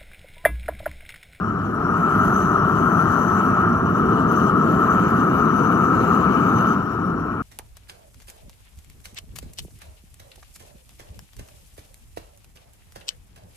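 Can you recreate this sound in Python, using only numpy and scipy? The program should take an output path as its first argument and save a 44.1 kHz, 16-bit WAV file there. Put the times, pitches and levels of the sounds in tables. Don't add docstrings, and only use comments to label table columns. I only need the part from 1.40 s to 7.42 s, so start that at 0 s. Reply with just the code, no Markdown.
import sys
import numpy as np
from scipy import signal
from scipy.fft import rfft, irfft, next_fast_len
from scipy.io import wavfile
from scipy.ndimage import uniform_filter1d, map_coordinates

SR = 44100
rng = np.random.default_rng(int(sys.argv[2]) if len(sys.argv) > 2 else 0)


def generate_wav(signal):
    frames = np.transpose(np.atleast_2d(signal))
    scaled = np.clip(frames, -1, 1) * 32767
    pcm = np.round(scaled).astype(np.int16)
    wavfile.write(sys.argv[1], SR, pcm)


def gain_from_db(level_db):
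    decades = np.asarray(level_db, float) / 20
    return 10 ** decades


N = 265526

# t/s, burn/dB, fullness of the roar over the drum's ring/dB, tearing at the edge/dB,
# heat lifting the ring/0-1
BURN = [(0, -27, 0.5, 1, .5), (.33, -28, 2.5, 0.5, .6), (.5, -22.5, 0.5, 0.5, 0.4), (.8, -20.5, -1, 0, 0.9),
        (1.1, -21, -0.5, -0.5, 0.5), (1.5, -20.5, -0.5, -0.5, .8), (1.85, -20, -1, -2, .5),
        (2.2, -19.5, -2, -0.5, 0.7), (2.45, -23, 1.5, -0.5, .4), (2.75, -21, 1.5, 1.5, .4),
        (3.05, -22.5, 6, 1, .3), (3.3, -21, 1.5, 1, .4), (3.55, -19.5, -1, -0.5, 0.6), (3.8, -21, 2, 0, .7),
        (4.1, -21.5, 0, 0, 0.4), (4.35, -21.5, 2.5, -1, .5), (4.7, -20, 0.5, 1, 0.4),
        (5.0, -21.5, 1.5, 0, 0.3), (5.27, -20.5, 1, 2, .5), (5.45, -27.5, 1, 0.5, .5), (5.6, -28, 3, 0, .5),
        (6.02, -29, 2, -0.5, .6)]
# t/s, pressure/dB, keenness of the edge tone/dB, shaded port turned towards it/dB
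NOZZLE = [(0, -69, 0, 1), (.33, -68, -0.5, -1.5), (.5, -63.5, 4, -5), (.62, -58, -4, -2.5),
          (.85, -55.5, -2.5, -1.5), (1.0, -57, 3.5, 0), (1.15, -57.5, 0, 0), (1.2, -64, 4, 6),
          (1.28, -58, -1, -2.5), (1.7, -57.5, 3, -5), (1.93, -58, 2.5, -2.5), (2.18, -60, -0.5, -1.5),
          (2.32, -63.5, -2, 2), (2.6, -61.5, 2.5, 1.5), (2.86, -61.5, -2.5, -1), (2.89, -56.5, -2, -2),
          (3.04, -57, 5, 2.5), (3.12, -62.5, -2, 2), (3.26, -61, 1, 5), (3.36, -57.5, -1, -3.5),
          (3.55, -57, 1, -0.5), (3.9, -58.5, 0.5, -2.5), (4.2, -58, 6, -0.5), (4.45, -58.5, 1.5, 3),
          (4.72, -55.5, 0, -1), (4.88, -60.5, 1.5, 6.5), (5.08, -56.5, 1, -1), (5.31, -54.5, 1, -6.5),
          (5.36, -63, -0.5, -5), (5.6, -67.5, 6.5, -4.5), (6.02, -70.5, -2.5, 0)]
# t/s, f/Hz
FLOOR_ECHO = [
    (0, 531.7),
    (2.5, 539),
    (4, 588),
    (5.3, 581),
    (6.02, 571),
]
FULL_JET_DB = -58


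def unit(x):
    return x / np.sqrt(np.mean(x ** 2) + 1e-20)


def along(points, hz):
    f, v = np.transpose(points)
    return np.interp(np.log(hz + 1), np.log(f + 1), v)


def curves(rows):
    s, *cols = np.transpose(rows)
    return [np.interp(np.arange(N) / SR, s, c) for c in cols]


def wobble(rate):
    knots = rng.standard_normal(int(N * rate / SR) + 4)
    return map_coordinates(knots, [np.arange(N) * rate / SR])


def filtered(x, response):
    m = next_fast_len(N + 8192)
    return irfft(rfft(x, m) * response(np.fft.rfftfreq(m, 1 / SR)), m)[..., :N]


def colour(spectrum):
    below = [(spectrum[0][0] / 2, -120)]
    above = [(spectrum[-1][0] * 1.25, -120)]
    closed = below + list(spectrum) + above
    return lambda hz: gain_from_db(along(closed, hz))


def backing():
    hollow_hz, = curves(FLOOR_ECHO)
    return (hollow_hz - hollow_hz.min()) / np.ptp(hollow_hz)


def turbulence(patchy_db):
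    z = signal.stft(rng.standard_normal((2, N)), nperseg=512)[2]

    def blur(bins, frames):
        across = uniform_filter1d(rng.standard_normal(z.shape[1:]), bins, axis=0)
        return unit(uniform_filter1d(across, frames, axis=1))

    field = blur(8, 5) + .5 * blur(4, 60)
    return signal.istft(z * gain_from_db(patchy_db * field), nperseg=512)[1][:, :N]


def ports(spectrum, patchy_db):
    # f/Hz, level/dB
    shade = [(35, -1.5), (100, 0), (400, -1.5), (600, -6), (1000, -7.5), (1300, -6), (1600, -3.5),
             (1800, -2.5), (2350, -1), (2600, -3), (3000, -7), (4400, -10.5), (5300, -9)]
    # f/Hz, likeness/0-1
    alike = [(30, .62), (70, .97), (300, .997), (470, .98), (600, .86), (700, .97), (1250, .985),
             (1600, .9), (1950, .45), (2300, .82), (2650, .6), (3000, .82), (3450, .35), (3800, .62)]
    # f/Hz, lag/rad
    lag = [(30, 0.16), (200, 0.36), (400, 0.86), (560, 1.05), (680, 1.01), (1400, 0.85), (1650, 1.6),
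           (1900, 0.39), (2000, 2.2), (2300, 2), (2600, 4.9), (3000, 4.1), (4500, 4.7)]

    def share(hz):
        return np.clip(along(alike, hz), 0, 1)

    def late(hz):
        return gain_from_db(along(shade, hz)) * share(hz) * np.exp(-1j * along(lag, hz))

    def unlike(hz):
        return gain_from_db(along(shade, hz)) * np.sqrt(1 - share(hz) ** 2)

    direct, scattered = filtered(turbulence(patchy_db), colour(spectrum))
    shaded = filtered(direct, late) + filtered(scattered, unlike)
    pair = np.array([direct, shaded])
    return pair / np.std(pair.mean(0))


def flame(flutter):
    # f/Hz, level per Hz/dB
    roar_colour = [(60, -34), (95, -9.5), (130, -6.5), (175, 0.5), (230, -2), (300, -5), (400, -7),
                   (560, -18), (800, -21)]
    drum_colour = [(400, -21), (560, -15), (650, -14.5), (830, -16.5), (1000, -11.5), (1180, -5),
                   (1310, 1.5), (1440, -10), (1600, -20), (1800, -26), (2050, -39.5), (2400, -55.5)]
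    edge_near = [(2400, -28.5), (2650, -6.5), (3000, 2), (3400, -14.5), (3700, -12), (4400, -14),
                 (5200, -19.5), (5700, -39)]
    edge_far = [(2300, -28), (2600, -10), (2850, 2.5), (3100, -1.5), (3350, -15.5), (3700, -10),
                (4400, -12.5), (5200, -18), (5700, -47)]
    lip_colour = [(1750, -32.5), (2050, -3), (2420, 4.5), (2650, -4.5), (2900, -18.5)]
    ring_lift = .05
    far = backing() ** 2
    drum_db, full_db, tear_db, heat = curves(BURN)
    heat = np.clip(heat, 0, 1)
    cool = [(hz * (1 - .5 * ring_lift), db) for hz, db in drum_colour]
    hot = [(hz * (1 + .5 * ring_lift), db) for hz, db in drum_colour]

    roar_db = drum_db + full_db - 0.35 * wobble(7.03)
    jet_db = curves(NOZZLE)[0] - FULL_JET_DB
    edge_db = drum_db - 33 + 0.39 * (jet_db - drum_db + drum_db.max())
    edge_db = edge_db + tear_db + 0.35 * wobble(4.0) + 0.7 * far
    lip_db = drum_db - 35.5 + 4 * far + 1.1 * wobble(5)

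    flicker = wobble(35)
    roar = gain_from_db(roar_db + 0.19 * flicker) * ports(roar_colour, patchy_db=0.86)
    drum = np.sqrt(1 - heat) * ports(cool, patchy_db=0.56) + np.sqrt(heat) * ports(hot, patchy_db=0.9)
    drum = drum * gain_from_db(drum_db + .15 * flicker + 0.37 * wobble(8))
    edge = np.sqrt(1 - far) * ports(edge_near, patchy_db=1.55)
    edge = edge + np.sqrt(far) * ports(edge_far, patchy_db=2.0)
    edge = edge * gain_from_db(edge_db + 0.7 * flicker + 0.9 * flutter)
    lip = gain_from_db(lip_db + .5 * flicker) * ports(lip_colour, patchy_db=1.56)

    lean_db = .5 * wobble(3.26)
    heard = (roar + drum + edge + lip) * gain_from_db([lean_db, -lean_db])
    hz, t, z = signal.stft(heard, SR, nperseg=4096)
    off = (hz[:, None] - np.interp(t, *np.transpose(FLOOR_ECHO))) / 25
    hollowed = z * (1 - 0.72 / (1 + off ** 2))
    return signal.istft(hollowed, SR, nperseg=4096)[1][:, :N]


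def edge_tone(pitch_hz, width_hz):
    a, b = filtered(rng.standard_normal((2, 2, N)), lambda hz: 1 / (1 + (hz / width_hz) ** 3))
    turn = 2 * np.pi * np.cumsum(pitch_hz) / SR
    facing, shaded = a * np.cos(turn) + b * np.sin(turn)
    return unit(np.array([facing, shaded + .3 * facing]))


def jet(flutter):
    # f/Hz, level per Hz/dB
    hiss_facing = [(4500, -37.5), (5400, -4), (6700, 0), (7400, 2.5), (7850, -8), (8100, -28),
                   (8450, -21.5), (8750, -13), (9300, -1.5), (10200, -10), (11500, -5), (12800, -2.5),
                   (14000, -9), (15700, -5)]
    hiss_shaded = [(4500, -25), (5300, -30), (5750, -20.5), (6400, -8), (6900, -29), (7500, -11),
                   (7900, -19.5), (8300, -32), (9200, -30), (10200, -28), (11500, -21), (14000, -29),
                   (15000, -23.5), (15700, -9)]
    hiss_shaded_far = [(4500, -18), (5300, -31), (5900, -15.5), (6400, -12), (6900, -28), (7500, -22.5),
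                       (8300, -22), (9200, -23), (10200, -32), (11500, -28), (14000, -25), (15000, -18),
                       (15700, -16.5)]
    away = backing()
    far = away ** 2
    pressure_db, keen_db, turned_db = curves(NOZZLE)
    over_db = pressure_db - FULL_JET_DB
    hiss_db = pressure_db + 1.2 * flutter

    low_hz = np.maximum(6027 + 39.5 * over_db, 5660) + 30 * wobble(8.3)
    high_hz = 11300 + 69.5 * over_db + 409 * away + 60 * wobble(5.2)
    whistle_db = -57 + keen_db + over_db - 3 * away + 1.5 * wobble(17)
    shaded_db = 1.8 * wobble(6) - 0.33 * over_db + turned_db + 1.7

    facing, shaded = turbulence(patchy_db=3.0)
    facing = filtered(facing, colour(hiss_facing))
    shaded_close = filtered(shaded, colour(hiss_shaded))
    shaded_away = filtered(shaded, colour(hiss_shaded_far))
    shaded = (1 - far) * shaded_close + far * shaded_away
    hiss = np.array([facing, shaded * gain_from_db(shaded_db)]) / np.std(facing)
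    spit_db = (0.24 * wobble(50) + 0.99 * wobble(90)) * np.array([[1], [.4]])
    hiss = hiss * gain_from_db(hiss_db + 7.5 + spit_db)

    low = edge_tone(low_hz + 70 * wobble(60), width_hz=190)
    low = low * gain_from_db(whistle_db + 6 + 0.54 * flutter + 2.2 * wobble(35))
    low = low * gain_from_db([0 * shaded_db, shaded_db - 18.5])
    unsteady_hz = 40.5 + 30 * np.clip(over_db + 8, 0, 9)
    high = edge_tone(high_hz + unsteady_hz * wobble(70), width_hz=320)
    high = high * gain_from_db(hiss_db - 0.15 * over_db - 4 + 5.2 * wobble(40)) * gain_from_db([[0], [-36]])
    return hiss + low + high


def draught():
    # f/Hz, level per Hz/dB
    rumble = [(15, -24), (30, -17.5), (50, -6), (80, -1), (105, 2.5), (140, -8.5), (200, -33)]
    burn_db = curves(BURN)[0]
    level_db = -34 + 0.17 * (burn_db - burn_db.mean()) - 0.5 * wobble(3.47)
    return gain_from_db(level_db) * ports(rumble, patchy_db=-1.0)


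def floor():
    # f/Hz, level per Hz/dB
    noise_colour = [(3000, 2), (8000, -8), (12000, -8), (15700, 1.5)]
    return gain_from_db(-77.5) * unit(filtered(turbulence(patchy_db=0.0), colour(noise_colour)))


def scene():
    flutter = wobble(24)
    return flame(flutter) + draught() + jet(flutter) + floor()


def thinned(x):
    # f/Hz, level/dB
    faint = [(1400, 12), (2000, 8), (2400, 6), (3000, 7), (3400, 3.5), (4600, 1), (6000, 3), (7400, 1),
             (8300, -5), (9200, -1), (10200, -2), (11500, -1), (14500, -3)]
    faint_shaded = [(1400, 24), (2400, 19), (3000, 21), (3400, 15), (4600, 11), (5300, 7), (6000, 11),
                    (7400, 7), (8300, 0), (10200, -2), (11500, 0), (14500, 2), (15500, 6)]
    rise = np.cumsum(np.kaiser(1025, 4 * np.pi))
    rise = np.sqrt(rise[:-1] / rise[-1])
    window = np.r_[rise, rise[::-1]]
    phase = np.outer(np.arange(2048) + 512.5, np.arange(1024) + .5)
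    basis = np.cos(np.pi / 1024 * phase) * window[:, None]
    halves = np.pad(x, ((0, 0), (1824, 3072 - (N + 1824) % 1024))).reshape(2, -1, 1024)
    lines = np.concatenate([halves[:, :-1], halves[:, 1:]], axis=2) @ basis
    hz = (np.arange(1024) + .5) * SR / 2048

    power = np.mean(lines[..., 186:720] ** 2, axis=2, keepdims=True)
    treble = np.sqrt(np.abs(uniform_filter1d(power, 3, axis=1))) + 1e-9
    whim_db = rng.standard_normal((2, lines.shape[1], 64)).repeat(16, axis=2) * [[[1.2]], [[3]]]
    step_db = np.array([along(faint, hz), along(faint_shaded, hz)])[:, None]
    step = treble * gain_from_db(whim_db + step_db)
    count = np.floor(np.abs(lines / step) ** .75 + .4054)
    kept = np.sign(lines) * step * count ** (4 / 3) * (hz < 15730)
    early, late = np.split(kept @ basis.T / 512, 2, axis=2)
    return (early[:, 1:] + late[:, :-1]).reshape(2, -1)[:, 800:N + 800]


def low_pass(x):
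    return signal.sosfilt(signal.butter(12, 15730, fs=SR, output="sos"), x)


def record(dry):
    power = np.mean(dry ** 2, axis=0)

    def smooth(seconds):
        width = int(seconds * SR)
        return np.abs(uniform_filter1d(uniform_filter1d(power, width), width)) + 1e-9

    eased = dry * (smooth(.008) / smooth(.2)) ** -.1
    return low_pass(thinned(eased))


dry = scene()
out = record(dry)
generate_wav(out)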